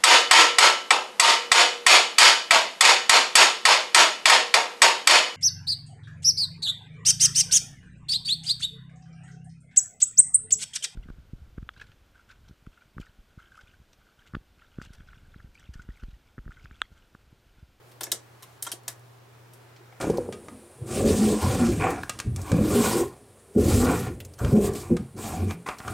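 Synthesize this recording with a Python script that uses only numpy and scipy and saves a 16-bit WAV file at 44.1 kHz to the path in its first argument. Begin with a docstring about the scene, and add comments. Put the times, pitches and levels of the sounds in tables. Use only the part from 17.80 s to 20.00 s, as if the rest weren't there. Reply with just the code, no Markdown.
"""A steady mains hum, soft room noise and a faint treble rustle run throughout: a sine and shaped noise.
From 0.11 s a steel transfer tool and latch needles click and rattle on the bed of a knitting machine,
close to a small stereo microphone, densest up to 1.2 s, then a few sparse contacts to 2.12 s.
Each contact is a hail of tiny impacts that ring the needles, the tool and the bed; a small room answers."""
import sys
import numpy as np
from scipy import signal
from scipy.fft import rfft, irfft
from scipy.io import wavfile
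from scipy.ndimage import uniform_filter1d

SR = 44100
rng = np.random.default_rng(int(sys.argv[2]) if len(sys.argv) > 2 else 0)


def file_out(sig):
    """Save sig as 16-bit WAV at sys.argv[1]."""
    # one column per channel
    cols = np.atleast_2d(sig).T
    # limit, then scale
    lim = np.clip(cols, -1, 1)
    pcm = np.round(lim * 32767).astype(np.int16)
    wavfile.write(sys.argv[1], SR, pcm)


N = 97020


def undb(db):
    """Amplitude factor of a level in dB."""
    return 10 ** (np.asarray(db) / 20)


def unit(x):
    """Scales to RMS 1."""
    return x / np.sqrt(np.mean(x ** 2))


def curve(table, hz):
    """Reads (f/Hz, value) points on a log-frequency axis."""
    table = np.array(table, float)
    return np.interp(np.log(hz), np.log(table[:, 0]), table[:, 1])


def band(x, lo_hz, hi_hz):
    """Butterworth band-pass."""
    sos = signal.butter(2, [lo_hz, min(hi_hz, .45 * SR)], "band", fs=SR, output="sos")
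    return signal.sosfilt(sos, x)


def fade(t, t60):
    """Exponential decay, -60 dB at t60."""
    return np.exp(-np.log(1000) * t / t60)


def walk(rate_hz):
    """Random levels held 1 / rate_hz and slewed twice; spread near 1."""
    hold = int(SR / rate_hz)
    steps = np.repeat(rng.standard_normal(N // hold + 1), hold)
    return 1.53 * uniform_filter1d(uniform_filter1d(steps, hold), hold)[:N]


HUM_HZ, HUM_RMS_DB, HUM_WAVER_DB = 120, -56, 1


def hum():
    """A mains hum: one sine at twice the line frequency, its level wavering slightly."""
    level = np.sqrt(2) * undb(HUM_RMS_DB + HUM_WAVER_DB * walk(5.82))
    return level * np.sin(2 * np.pi * HUM_HZ * np.arange(N) / SR)


# Room noise spectrum, relative: f/Hz, density/dB per Hz
AIR_SPECTRUM = [(20, -14), (60, -23.5), (90, -3), (150, -8.5), (210, -11), (300, -8.5), (390, -4.5),
                (520, -9), (900, -10.5), (1500, -14.5), (2500, -19.5), (5000, -26), (10000, -33),
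                (16000, -30.5)]
# Stereo width of the room noise: f/Hz, side re mid/dB
AIR_WIDTH = [(30, -26), (120, -7), (300, -3.5), (1000, -1.5), (6000, -2.5), (10000, 0), (13000, -26)]
AIR_RMS_DB, AIR_FLICKER_DB = -55, .6


def air():
    """Soft room noise shaped in mid and side; each octave flickers faintly on its own."""
    hz = np.maximum(np.arange(N // 2 + 1) * SR / N, 1)
    mid_db = curve(AIR_SPECTRUM, hz)
    mid = rfft(rng.standard_normal(N)) * undb(mid_db)
    side = rfft(rng.standard_normal(N)) * undb(mid_db + curve(AIR_WIDTH, hz))
    stereo = np.array([mid + side, mid - side])
    out = 0
    for lo_hz in 20 * 2. ** np.arange(10):
        octave = irfft(stereo * ((hz >= lo_hz) & (hz < 2 * lo_hz)), N)
        out = out + undb(AIR_FLICKER_DB * walk(6.3)) * octave
    return undb(AIR_RMS_DB) * unit(out)


# Treble rustle, perhaps yarn sliding over the hooks: t/s, level/dB
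RUSTLE_LEVEL = [(0, -76), (.1, -69), (.2, -76), (0.451, -73), (.6, -72), (.75, -64.5), (.82, -75),
                (1.05, -77), (1.198, -69), (1.398, -75.5), (2.2, -70.5)]
RUSTLE_BAND_HZ, RUSTLE_WAVER_DB = (2780, 12800), 1.5


def rustle():
    """A faint, slightly uneven treble hiss: band-passed noise."""
    db = np.interp(np.arange(N) / SR, *np.array(RUSTLE_LEVEL).T) + RUSTLE_WAVER_DB * walk(26)
    return undb(db) * unit(band(rng.standard_normal(N), *RUSTLE_BAND_HZ))


# Modes of bed, tool and needles: f/Hz before detuning, peak gain re clatter/dB before scatter and boost, t60/s
MODES = [(350, 4, .04), (660, 0, .04), (800, 0, .03), (1080, 2, .03), (1400, 2, .03), (1770, 0, .02),
         (2220, 0, .015), (3200, 4, .025), (3900, 0, .01), (4600, 0, .02), (5600, 0, .01), (6600, 4, .015),
         (7400, 0, .008), (8200, 2, .02), (10000, 0, .006), (11800, 3, .07), (13500, 0, .008)]
# Bands of bed thud, bed knock, tool, needles, latches: low f/Hz, high f/Hz
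PART_BANDS = [(310, 720), (720, 2300), (2300, 5200), (5200, 9300), (9300, 14000)]
# The heavy bed answers late; same order of parts: lag/s
PART_LAGS = [.006, .0006, 0, 0, 0]
MODE_SCATTER_DB, MODE_DETUNE, FAVOUR_OCTAVES = 2, .01, .1
IMPACT_SCATTER_DB = 3.8
CHATTER_T60_S = .11  # loose neighbours chatter on after a contact


def contact(shares_db, rattle_ms, chatter_db, favoured_hz, boost_db):
    """A dying hail of impacts clatters through each part and rings its modes, most near favoured_hz."""
    t = np.arange(SR // 2) / SR
    chance = rng.standard_normal((len(MODES), 2))
    hail, loose, sizes = rng.standard_normal((3, len(t)))
    uneven = undb(IMPACT_SCATTER_DB * unit(uniform_filter1d(sizes, size=14)))
    blows = hail * uneven * np.exp(-(t * 1000 / max(rattle_ms, .5)) ** 2)
    chatter = loose * uneven * fade(t, CHATTER_T60_S)
    body = 0
    for k, share_db in enumerate(shares_db):
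        lo_hz, hi_hz = PART_BANDS[k]
        clatter, rings = band(blows, lo_hz, hi_hz), 0
        for (hz, gain_db, t60), (gain_chance, pitch_chance) in zip(MODES, chance):
            if not lo_hz <= hz < hi_hz:
                continue
            close = max(np.exp(-(np.log2(hz / f) / FAVOUR_OCTAVES) ** 2) for f in favoured_hz)
            sine = np.sin(2 * np.pi * hz * (1 + MODE_DETUNE * pitch_chance) * t)
            ring = sine * fade(t, t60) * 2 * np.log(1000) / (t60 * SR)  # near unit gain at resonance
            gain = undb(gain_db + MODE_SCATTER_DB * gain_chance + boost_db * close)
            rings = rings + gain * signal.fftconvolve(clatter, ring)[:len(t)]
        part = np.array([clatter + undb(chatter_db) * band(chatter, lo_hz, hi_hz), rings])
        rms = np.sqrt(np.mean(part.sum(axis=0)[:SR // 100] ** 2))  # over the first 10 ms
        late = np.roll(part, int(PART_LAGS[k] * SR), axis=1)
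        body = body + (-1) ** k * undb(share_db) * late / rms
    return body


# Contacts: t/s, level/dB before CLICK_TRIM_DB, shares of bed thud, bed knock, tool, needles, latches/dB,
# rattle length/ms (at least 0.5), after-chatter/dB, two favoured f/Hz, their boost/dB
CONTACTS = [(.114, -57, -17, -16, 1.5, -18, 0, 11, 7, 4400, 11700, 1.8),
            (0.2082, -24.5, -16, -11, -21, -20, -11, 2.5, -6, 1100, 8200, 13.6),
            (0.2096, -27.5, -12, -12, -7, -18, -7, 8, -1, 1350, 10000, 18),
            (0.2331, -16.5, -42, -25, -35, -13, -18.5, 5.3, -4, 8100, 13500, 8),
            (0.2389, -22.5, -39, -43, -19, -11.5, -9.5, 3.3, -18, 7400, 13500, 24),
            (0.2672, -36, -6, -5.5, -21, -12.5, -20, 3.8, -10, 660, 7400, 6),
            (0.3167, -2, -55, -35.5, -22, -23, -21, 3.6, -13, 3900, 7870, 26),
            (0.319, -11, -25, -26, -22, -10, -33, 7.8, -7.5, 5600, 1770, 10.2),
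            (0.3353, -32, -8, -12.5, -18, -15, -30, 2.4, -5, 6600, 660, 8),
            (0.6240, -48, -37, -1, -5.5, -5, -1, 7, 1, 6600, 1100, 3),
            (0.6295, -40.5, -24, -11, -7, -10.5, -6.5, 11, -7, 11800, 1100, 22),
            (0.8242, -22, -32.5, -50, -22.5, -14.5, -7.5, 4.3, -4, 11800, 3200, 11),
            (0.8271, -19, -43, -28, -24, -13.5, -11.5, 0.96, -12.5, 6200, 8200, 16),
            (0.849, -35.5, -29, -13, -8, -22, -25, 8.4, 9, 8200, 3200, 6),
            (0.8652, -21, -27, -13, -13.5, -17, -23, 8.7, -6.5, 1400, 3200, 19),
            (.8700, -26.5, -24, -8.5, -22, -11, -23, 11, 10, 1100, 8200, 20),
            (0.891, -45, -33, -15, -4, -13, -25, 3.1, 4, 1350, 8200, 8),
            (0.9167, -30.5, -49, -50, -10.5, -3, -1, 1.6, -9, 10000, 6600, 13.5),
            (0.9182, -18, -29, -25, -14.5, -22, -15.5, 5.9, -6, 3270, 10300, 22.7),
            (0.927, -33, -6, -24, -8, -17, -27, 6, -24, 352, 4600, 18),
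            (1.034, -49.5, -22, -21, -16, -15, -14, 4, -9, 11700, 5600, 3),
            (1.0796, -18.5, -27.5, -18.5, -34, -16, -16, 1.6, -8, 6600, 10600, 21),
            (1.0808, -20, -36, -31, -16.5, -8.5, -13.5, 7.3, -7, 8200, 2220, 17),
            (1.0870, -29, -20.5, -13.5, -15, -29, -37, 4, -6, 660, 4600, 23),
            (1.127, -55, -28, -13, -4, -22, 0, 5, -12, 4900, 7400, 3.8),
            (1.194, -66, -31.5, -20, -18, 0, 4.5, 3.3, -9, 10000, 8100, 15),
            (1.735, -46, -9, -27, -16, -9.5, -6, 1.5, -5, 5600, 4600, 9.9),
            (1.962, -51, -29, -24, -2.5, -13, -20, 6, -2, 3900, 3200, 9),
            (2.000, -47, 0, -35, -32, -35, -35, 1.7, -11, 350, 350, 19),
            (2.1245, -41.5, -15.5, -5.5, -22, -41, -30, 0.88, -16, 800, 2220, 15)]
CLICK_TRIM_DB = -5
LONG_RING_HZ, LONG_RING_DB, LONG_RING_T60_S = 4420, -68, .6  # one steel part rings on faintly


def clicks():
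    """Every contact at its time and strength, as clatter and rings; all of them feed the long ring."""
    out = np.zeros((2, N + SR))
    for t_s, db, *shares_db, rattle_ms, chatter_db, first_hz, second_hz, boost_db in CONTACTS:
        i = int(t_s * SR)
        hit = contact(shares_db, rattle_ms, chatter_db, (first_hz, second_hz), boost_db)
        out[:, i:i + SR // 2] += undb(db + CLICK_TRIM_DB) * hit
    t = np.arange(N) / SR
    clatter, rings = out[:, :N]
    ring = np.sin(2 * np.pi * LONG_RING_HZ * t) * fade(t, LONG_RING_T60_S)
    return clatter, rings + undb(LONG_RING_DB) * signal.fftconvolve(clatter + rings, ring)[:N]


# Room decay: f/Hz, t60/s
ROOM_DECAY = [(300, 0.27), (1000, 0.29), (4000, 0.15), (8000, 0.18), (14000, 0.036)]
ROOM_DB, ROOM_SIDE_DB, ROOM_ONSET_S = -10, -3.5, .00073


def room(x):
    """Dense reflections that build up in about a millisecond and mostly die faster in the treble."""
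    t = np.arange(SR // 2) / SR
    tail = 0
    for hz in 200 * 2 ** np.arange(0, 6.6, .5):
        noise = band(rng.standard_normal((2, len(t))), hz / 2 ** .25, hz * 2 ** .25)
        tail = tail + noise * fade(t, curve(ROOM_DECAY, hz))
    tail = tail * (1 - np.exp(-(t / ROOM_ONSET_S) ** 2))
    tail = undb(ROOM_DB) * tail / np.sqrt(np.sum(tail[0] ** 2))
    mid, side = (signal.fftconvolve(x, h)[:N] for h in tail)
    return mid + undb(ROOM_SIDE_DB) * side * np.array([[1], [-1]])


NEAR_PAN_DB = .6  # first channel over second
RINGS_TO_ROOM_DB = -9  # rings sent into the room, re clatter: the tail is mostly clatter


def scene():
    """Clicks and rustle sound near and excite the room; hum and air are added dry."""
    clatter, rings = clicks()
    clatter = clatter + rustle()
    near = (clatter + rings) * undb(np.array([[.5], [-.5]]) * NEAR_PAN_DB)
    return near + room(clatter + undb(RINGS_TO_ROOM_DB) * rings) + hum() + air()


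TOP_HZ = 15800


def record(dry):
    """The microphone cuts the top: a steep elliptic low-pass."""
    return signal.sosfilt(signal.ellip(8, .2, 70, TOP_HZ, fs=SR, output="sos"), dry)


dry = scene()
out = record(dry)
file_out(out)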